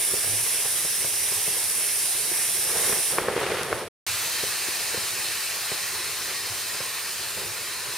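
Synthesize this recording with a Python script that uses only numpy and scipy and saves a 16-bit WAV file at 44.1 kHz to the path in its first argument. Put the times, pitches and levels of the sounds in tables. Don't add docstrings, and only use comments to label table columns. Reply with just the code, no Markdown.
import sys
import numpy as np
from scipy import signal
from scipy.fft import rfft, irfft
from scipy.io import wavfile
from scipy.ndimage import uniform_filter1d

SR = 44100
rng = np.random.default_rng(int(sys.argv[2]) if len(sys.argv) > 2 else 0)


def store_pcm(level_fs):
    pcm = np.round(np.clip(level_fs, -1, 1) * 32767).astype(np.int16)
    wavfile.write(sys.argv[1], SR, np.atleast_2d(pcm).T)


N = 351477
TIME = np.arange(N) / SR
HZ = np.fft.rfftfreq(N, 1 / SR)
GAP_START_S, GAP_END_S = 3.885, 4.065

# (frequency [Hz], relative level [dB])
RUB_THUMP_COLOUR = [(29, -49), (50, -19), (147, -9), (282, -15.5), (360, -3.5), (440, -1.5), (814, -10.5),
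                    (1950, -12.5), (3830, -21), (4410, -21), (4790, -24.5), (5990, -30.5), (6500, -28),
                    (8450, -62), (14300, -120)]


def gain_of(db):
    return 10 ** (np.asarray(db) / 20)


def unit_rms(x):
    return x / np.sqrt(np.mean(x ** 2) + 1e-20)


def curve(points, hz=HZ):
    f, value = np.transpose(points)
    return np.interp(np.log(hz + 1), np.log(f + 1), value)


def add(mix, start_s, sound):
    part = mix[..., max(round(start_s * SR), 0):][..., :sound.shape[-1]]
    part += sound[..., :part.shape[-1]]


def ramp(start_s, length_s):
    return np.sin(np.pi / 2 * np.clip((TIME - start_s) / length_s, 0, 1)) ** 2


def bump(centre_s, half_s):
    return np.exp(-((TIME - centre_s) / half_s) ** 2)


def wander(rate_hz):
    return unit_rms(irfft(rfft(rng.standard_normal(N)) / (1 + (HZ / rate_hz) ** 2), N))


def noise_pair(coherence):
    a, b = rfft(rng.standard_normal((2, N)))
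    shared, apart = np.sqrt((1 + coherence) / 2) * a, np.sqrt((1 - coherence) / 2) * b
    return np.array([shared + apart, shared - apart])


def truck_bed(wall_s, wall_db, ribs_db, ribs_decay_s):
    late_s = TIME - wall_s
    scatter = rng.standard_normal(N) * np.exp(-abs(late_s) / ribs_decay_s) * (late_s > 0)
    wall = gain_of(wall_db) * np.exp(-2j * np.pi * HZ * wall_s)
    return 1 + wall + gain_of(ribs_db) * rfft(scatter / np.linalg.norm(scatter))


def eddies(hiss, depth_db=1.13, size=1024):
    frames = signal.stft(hiss, nperseg=size)[2]
    patches = uniform_filter1d(rng.standard_normal(frames.shape[1:]), size=11, axis=1)
    patches = uniform_filter1d(patches, size=7, axis=0)
    return signal.istft(frames * gain_of(depth_db * unit_rms(patches)), nperseg=size)[1][:, :N]


def jet(level_db, colour, rings, coherence, balance, bed, brightening, flutter_db, level_above_hz):
    # (frequency [Hz], left lead [rad])
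    lead = [(3500, 0.64), (5000, 0.18), (6300, 0.67), (6800, -0.51), (8500, -1.7), (10500, -0.89),
            (11800, -.8), (12700, .4), (13800, 0)]
    side = np.array([[.5], [-.5]])
    spectrum = noise_pair(curve(coherence)) * gain_of(side * curve(balance))
    spectrum *= np.exp(1j * side * curve(lead) * (HZ > lead[0][0]))
    spectrum /= np.sqrt(uniform_filter1d(abs(spectrum.mean(0)) ** 2, size=2001))
    rings_db = sum(db / (1 + (2 * (HZ - hz) / width_hz) ** 2) for hz, width_hz, db in rings)
    spectrum *= bed * gain_of(curve(colour) + rings_db)
    spectrum /= np.std(irfft(spectrum.mean(0) * (HZ > level_above_hz), N))
    highpass = 1 / (1 + (5000 / (HZ + 1)) ** 4)
    body_db = brightening * (-32.5 - level_db)
    body = irfft(spectrum * (1 - highpass), N) * gain_of(body_db + flutter_db * wander(25))
    fizz = irfft(spectrum * highpass, N) * gain_of(flutter_db * wander(40))
    return eddies((body + fizz) * gain_of(level_db))


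def jet_behind():
    # (frequency [Hz], relative level [dB])
    colour = [(350, -63), (600, -15), (1470, -15.5), (1700, -10), (1960, -11.5), (2120, -9), (2400, -12),
              (3780, -11.5), (4220, -13), (5480, -8.5), (7110, -13.5), (9760, -2.5), (11800, -11.5),
              (13600, -13), (16000, -25)]
    # (frequency [Hz], width [Hz], gain [dB])
    rings = [(2650, 280, 3), (5400, 100, 3.5), (9560, 300, 1.5)]
    # (frequency [Hz], coherence [0-1])
    coherence = [(600, 0.64), (2800, 1), (3600, 0.98), (4000, 0.48), (5200, .72), (6700, .2), (8000, 0.27),
                 (9600, .72), (11500, .55), (12300, .4), (14400, 0.46), (15400, .8)]
    # (frequency [Hz], left minus right [dB])
    balance = [(1000, -.3), (3200, -0.7), (4000, -1.5), (5400, 0), (6600, -7.5), (8200, -2.5), (9700, -4.5),
               (10700, 2), (12100, 1.5), (13100, 2), (14800, -2.5)]
    push_db, lift_db = 1.8 * bump(2.88, .1), -14 * ramp(3.093, .2)
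    fade_db = -120 * (np.clip(TIME, 3.79, GAP_END_S) - 3.79)
    bed = truck_bed(wall_s=.00923, wall_db=-19, ribs_db=-13.5, ribs_decay_s=.0019)
    return jet(-28 + push_db + lift_db + fade_db, colour, rings, coherence, balance, bed,
               brightening=.32, flutter_db=.46, level_above_hz=8350)


def rumble(start_db=-46, ease_db_per_s=.4, lumps_db=2):
    # (frequency [Hz], relative level [dB])
    colour = [(15, -47), (25, -15.5), (49, -14.5), (70, -10), (102, -1.5), (140, -9), (185, -7.5),
              (244, -13.5), (275, -10), (307, -13.5), (347, -2.5), (432, -1.5), (475, -3.5), (650, -12),
              (840, -38.5), (1430, -120)]
    coherence = curve([(30, .35), (100, .55), (400, .63)])
    noise = irfft(noise_pair(coherence) * gain_of(curve(colour)), N)
    return unit_rms(noise) * gain_of(start_db - ease_db_per_s * TIME + lumps_db * wander(16))


def thumps(events, crumple_s, bass_db_per_oct, push_db, tail_db, tail_s, muffle_hz, size=4096):
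    mix = np.zeros((2, N))
    t, hz = np.arange(size) / SR, abs(np.fft.fftfreq(size, 1 / SR))
    octave = np.log2((hz + 20) / 500)
    swell = t / crumple_s * np.exp(-t / crumple_s)
    push = gain_of(push_db) * (swell == swell.max())
    for start_s, db, treble_db_per_oct in events:
        grit, mid, side = rng.standard_normal((3, size))
        crumple = grit * swell
        tail = np.array([mid + .17 * side, mid - .17 * side]) * np.exp(-t / tail_s)
        tail *= gain_of(tail_db) / np.linalg.norm(tail[0])
        force = crumple / np.linalg.norm(crumple) + push + tail
        tilt_db = treble_db_per_oct * np.clip(octave, 0, 3) + bass_db_per_oct * np.clip(-octave, 0, 2.5)
        colour = gain_of(np.maximum(curve(RUB_THUMP_COLOUR, hz) + tilt_db, -90))
        colour /= np.sqrt(1 + (hz / muffle_hz) ** 6)
        ring = np.fft.fft(force) * np.exp(np.conj(signal.hilbert(np.log(colour))))
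        midband = np.fft.ifft(ring[0] * (hz > 250) * (hz < 3000))
        midband_rms = np.linalg.norm(midband) / np.sqrt(.0035 * SR)
        add(mix, start_s, gain_of(db) * np.fft.ifft(ring).real / midband_rms)
    return mix


def folds():
    # (time [s], level [dB], treble tilt [dB/octave])
    events = [(.133, -26, -9), (.237, -31.5, -1), (.457, -32.5, 1.5), (.651, -31, -.5), (.845, -32, -5),
              (1.041, -29.5, -2.5), (1.314, -31.5, -4), (1.475, -30.3, -4), (1.566, -32, -4),
              (2.312, -29, -9), (2.892, -24.5, 0), (2.923, -22.5, 4), (4.432, -25.5, -7), (4.682, -32, -8),
              (4.942, -24.5, -1.5), (4.972, -32, -4), (5.714, -26, 2), (6.802, -27.5, 2),
              (7.372, -31.5, -4)]
    return thumps(events, crumple_s=.00395, bass_db_per_oct=1.3, push_db=-8,
                  tail_db=-6.5, tail_s=.037, muffle_hz=2200)


def drones(ring_hz=104, width_hz=36):
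    # (time [s], length [s], level [dB])
    booms = [(.22, 0.26, -46), (1.66, 0.059, -54), (3.713, .045, -34), (4.072, .1, -47.5),
             (4.46, .054, -45), (6.48, .091, -49), (7.338, 0.23, -49.5)]
    envelope = np.zeros(N)
    for start_s, length_s, db in booms:
        add(envelope, start_s, gain_of(db) * signal.windows.tukey(int(length_s * SR), .5))
    ring = irfft(noise_pair(.62) / (1 + (2 * (HZ - ring_hz) / width_hz) ** 2), N)
    return unit_rms(ring) * envelope


def cloth_strokes(rise_share=.33, fall_share=.41):
    # (time [s], length [s], level [dB], treble lift [dB])
    strokes = [(2.591, 0.52, -35, 2), (3.043, 0.44, -33.5, 1.5), (3.302, 0.46, -30, 3.2),
               (3.646, .29, -35, 0), (6.267, 0.073, -43.5, 10), (7.342, 0.15, -43, -1)]
    body_gain, treble_gain = np.zeros((2, N))
    for start_s, length_s, db, lift_db in strokes:
        fall_s = fall_share * length_s
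        release = 1 - ramp(start_s + length_s - fall_s, fall_s)
        stroke = gain_of(db) * ramp(start_s, rise_share * length_s) * release
        body_gain += stroke
        treble_gain += stroke * gain_of(lift_db)
    return body_gain, treble_gain


def rubbing(body_gain, treble_gain, grain_db=2.5, clump_db=1):
    coherence = curve([(100, .82), (500, .97), (2500, .92), (6000, .37)])
    slips = irfft(noise_pair(coherence), N)
    slips *= gain_of(grain_db * wander(600) + clump_db * wander(30))
    spectrum = rfft(slips) * gain_of(curve(RUB_THUMP_COLOUR))
    spectrum /= np.std(irfft(spectrum * (HZ > 250) * (HZ < 1400), N))
    highpass = 1 / (1 + (1000 / (HZ + 1)) ** 4)
    return irfft(spectrum * (1 - highpass), N) * body_gain + irfft(spectrum * highpass, N) * treble_gain


def crackle(treble_gain, fizz_db=-8, grain_db=4, tick_s=.00066, low_hz=4500, high_hz=10500):
    # (time [s], peak before the band-pass [dB])
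    ticks = [(2.980, -8), (3.007, -11), (3.047, -18), (3.404, -16), (3.633, -8)]
    grains = irfft(noise_pair(.43), N) * gain_of(grain_db * wander(900))
    skin = unit_rms(grains) * treble_gain * gain_of(fizz_db)
    for start_s, db in ticks:
        mid, side = rng.standard_normal((2, 256)) * np.exp(-TIME[:256] / tick_s)
        add(skin, start_s, gain_of(db) * np.array([mid + .5 * side, mid - .5 * side]) / abs(mid).max())
    bandpass = 1 / np.sqrt((1 + (low_hz / (HZ + 1)) ** 2) * (1 + (HZ / high_hz) ** 10))
    return irfft(rfft(skin) * bandpass, N)


def knocks():
    # (time [s], level [dB], treble tilt [dB/octave])
    events = [(3.183, -14, 2), (3.282, -15, -4.5), (3.361, -18.5, -12), (3.517, -21.5, -11),
              (3.544, -30, -9.5), (3.7265, -16.5, 2)]
    return thumps(events, crumple_s=.0015, bass_db_per_oct=-.8, push_db=-3,
                  tail_db=-4, tail_s=.032, muffle_hz=1800)


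def jet_beside(start_db=-29, fall_db_per_s=1.33):
    # (frequency [Hz], relative level [dB])
    colour = [(350, -20.5), (600, -8), (790, -7), (1050, -3.5), (1290, -4.5), (1830, -1), (2720, 0),
              (3250, -7), (4160, 0), (6370, -5), (8740, -7), (10200, -4), (12200, -15), (13000, -6.5),
              (13800, -6.5), (16000, -21)]
    # (frequency [Hz], width [Hz], gain [dB])
    rings = [(1840, 120, 2.5), (2120, 78, -2.5), (2820, 44, -2), (2940, 66, -4), (3096, 60, 4),
             (8680, 690, 5.5)]
    # (frequency [Hz], coherence [0-1])
    coherence = [(600, .75), (1900, 0.94), (3300, 0.94), (3800, 0.85), (5500, 0.74), (6400, 0.53),
                 (8600, 0.56), (9600, .28), (11000, .35), (12100, .12), (13200, 0.54), (15400, .8)]
    # (frequency [Hz], left minus right [dB])
    balance = [(1000, 0), (4000, -1.4), (5600, 2), (6500, -3.5), (7500, -1), (8700, -2.5), (9600, 2),
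               (11000, 3.3), (12050, 8), (12900, -5), (14000, 0.5), (14900, 3)]
    level_db = start_db - fall_db_per_s * np.maximum(TIME - GAP_END_S, 0)
    bed = truck_bed(wall_s=.01016, wall_db=-16, ribs_db=-9.5, ribs_decay_s=.0016)
    return jet(level_db, colour, rings, coherence, balance, bed,
               brightening=.23, flutter_db=.43, level_above_hz=2730)


def whistle(pitch_hz=1139, width_hz=70, base_db=-55, swell_db_per_hz=.0453):
    # (time [s], half length [s], depth [Hz])
    sags = [(6.05, 0.23, 124), (6.74, 0.2, 130), (7.95, .26, 165)]
    sag_hz = sum(depth_hz * bump(centre_s, half_s) for centre_s, half_s, depth_hz in sags)
    phase = 2 * np.pi * np.cumsum(pitch_hz - sag_hz) / SR
    tone = wander(width_hz) * np.cos(phase) + wander(width_hz) * np.sin(phase)
    return unit_rms(tone) * gain_of(base_db + swell_db_per_hz * sag_hz)


def scene():
    air = np.where(TIME < GAP_START_S, jet_behind(), jet_beside() + whistle())
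    body_gain, treble_gain = cloth_strokes()
    cloth = rubbing(body_gain, treble_gain) + crackle(treble_gain)
    return air + rumble() + folds() + drones() + cloth + knocks()


def record(dry):
    gate = np.clip((GAP_START_S - TIME) / .005, 0, 1) + np.clip((TIME - GAP_END_S) / .001, 0, 1)
    lowpass = signal.firwin(255, 15850, window=("kaiser", 9), fs=SR)
    return signal.oaconvolve(dry * gate, lowpass[None], "same")


dry = scene()
out = record(dry)
store_pcm(out)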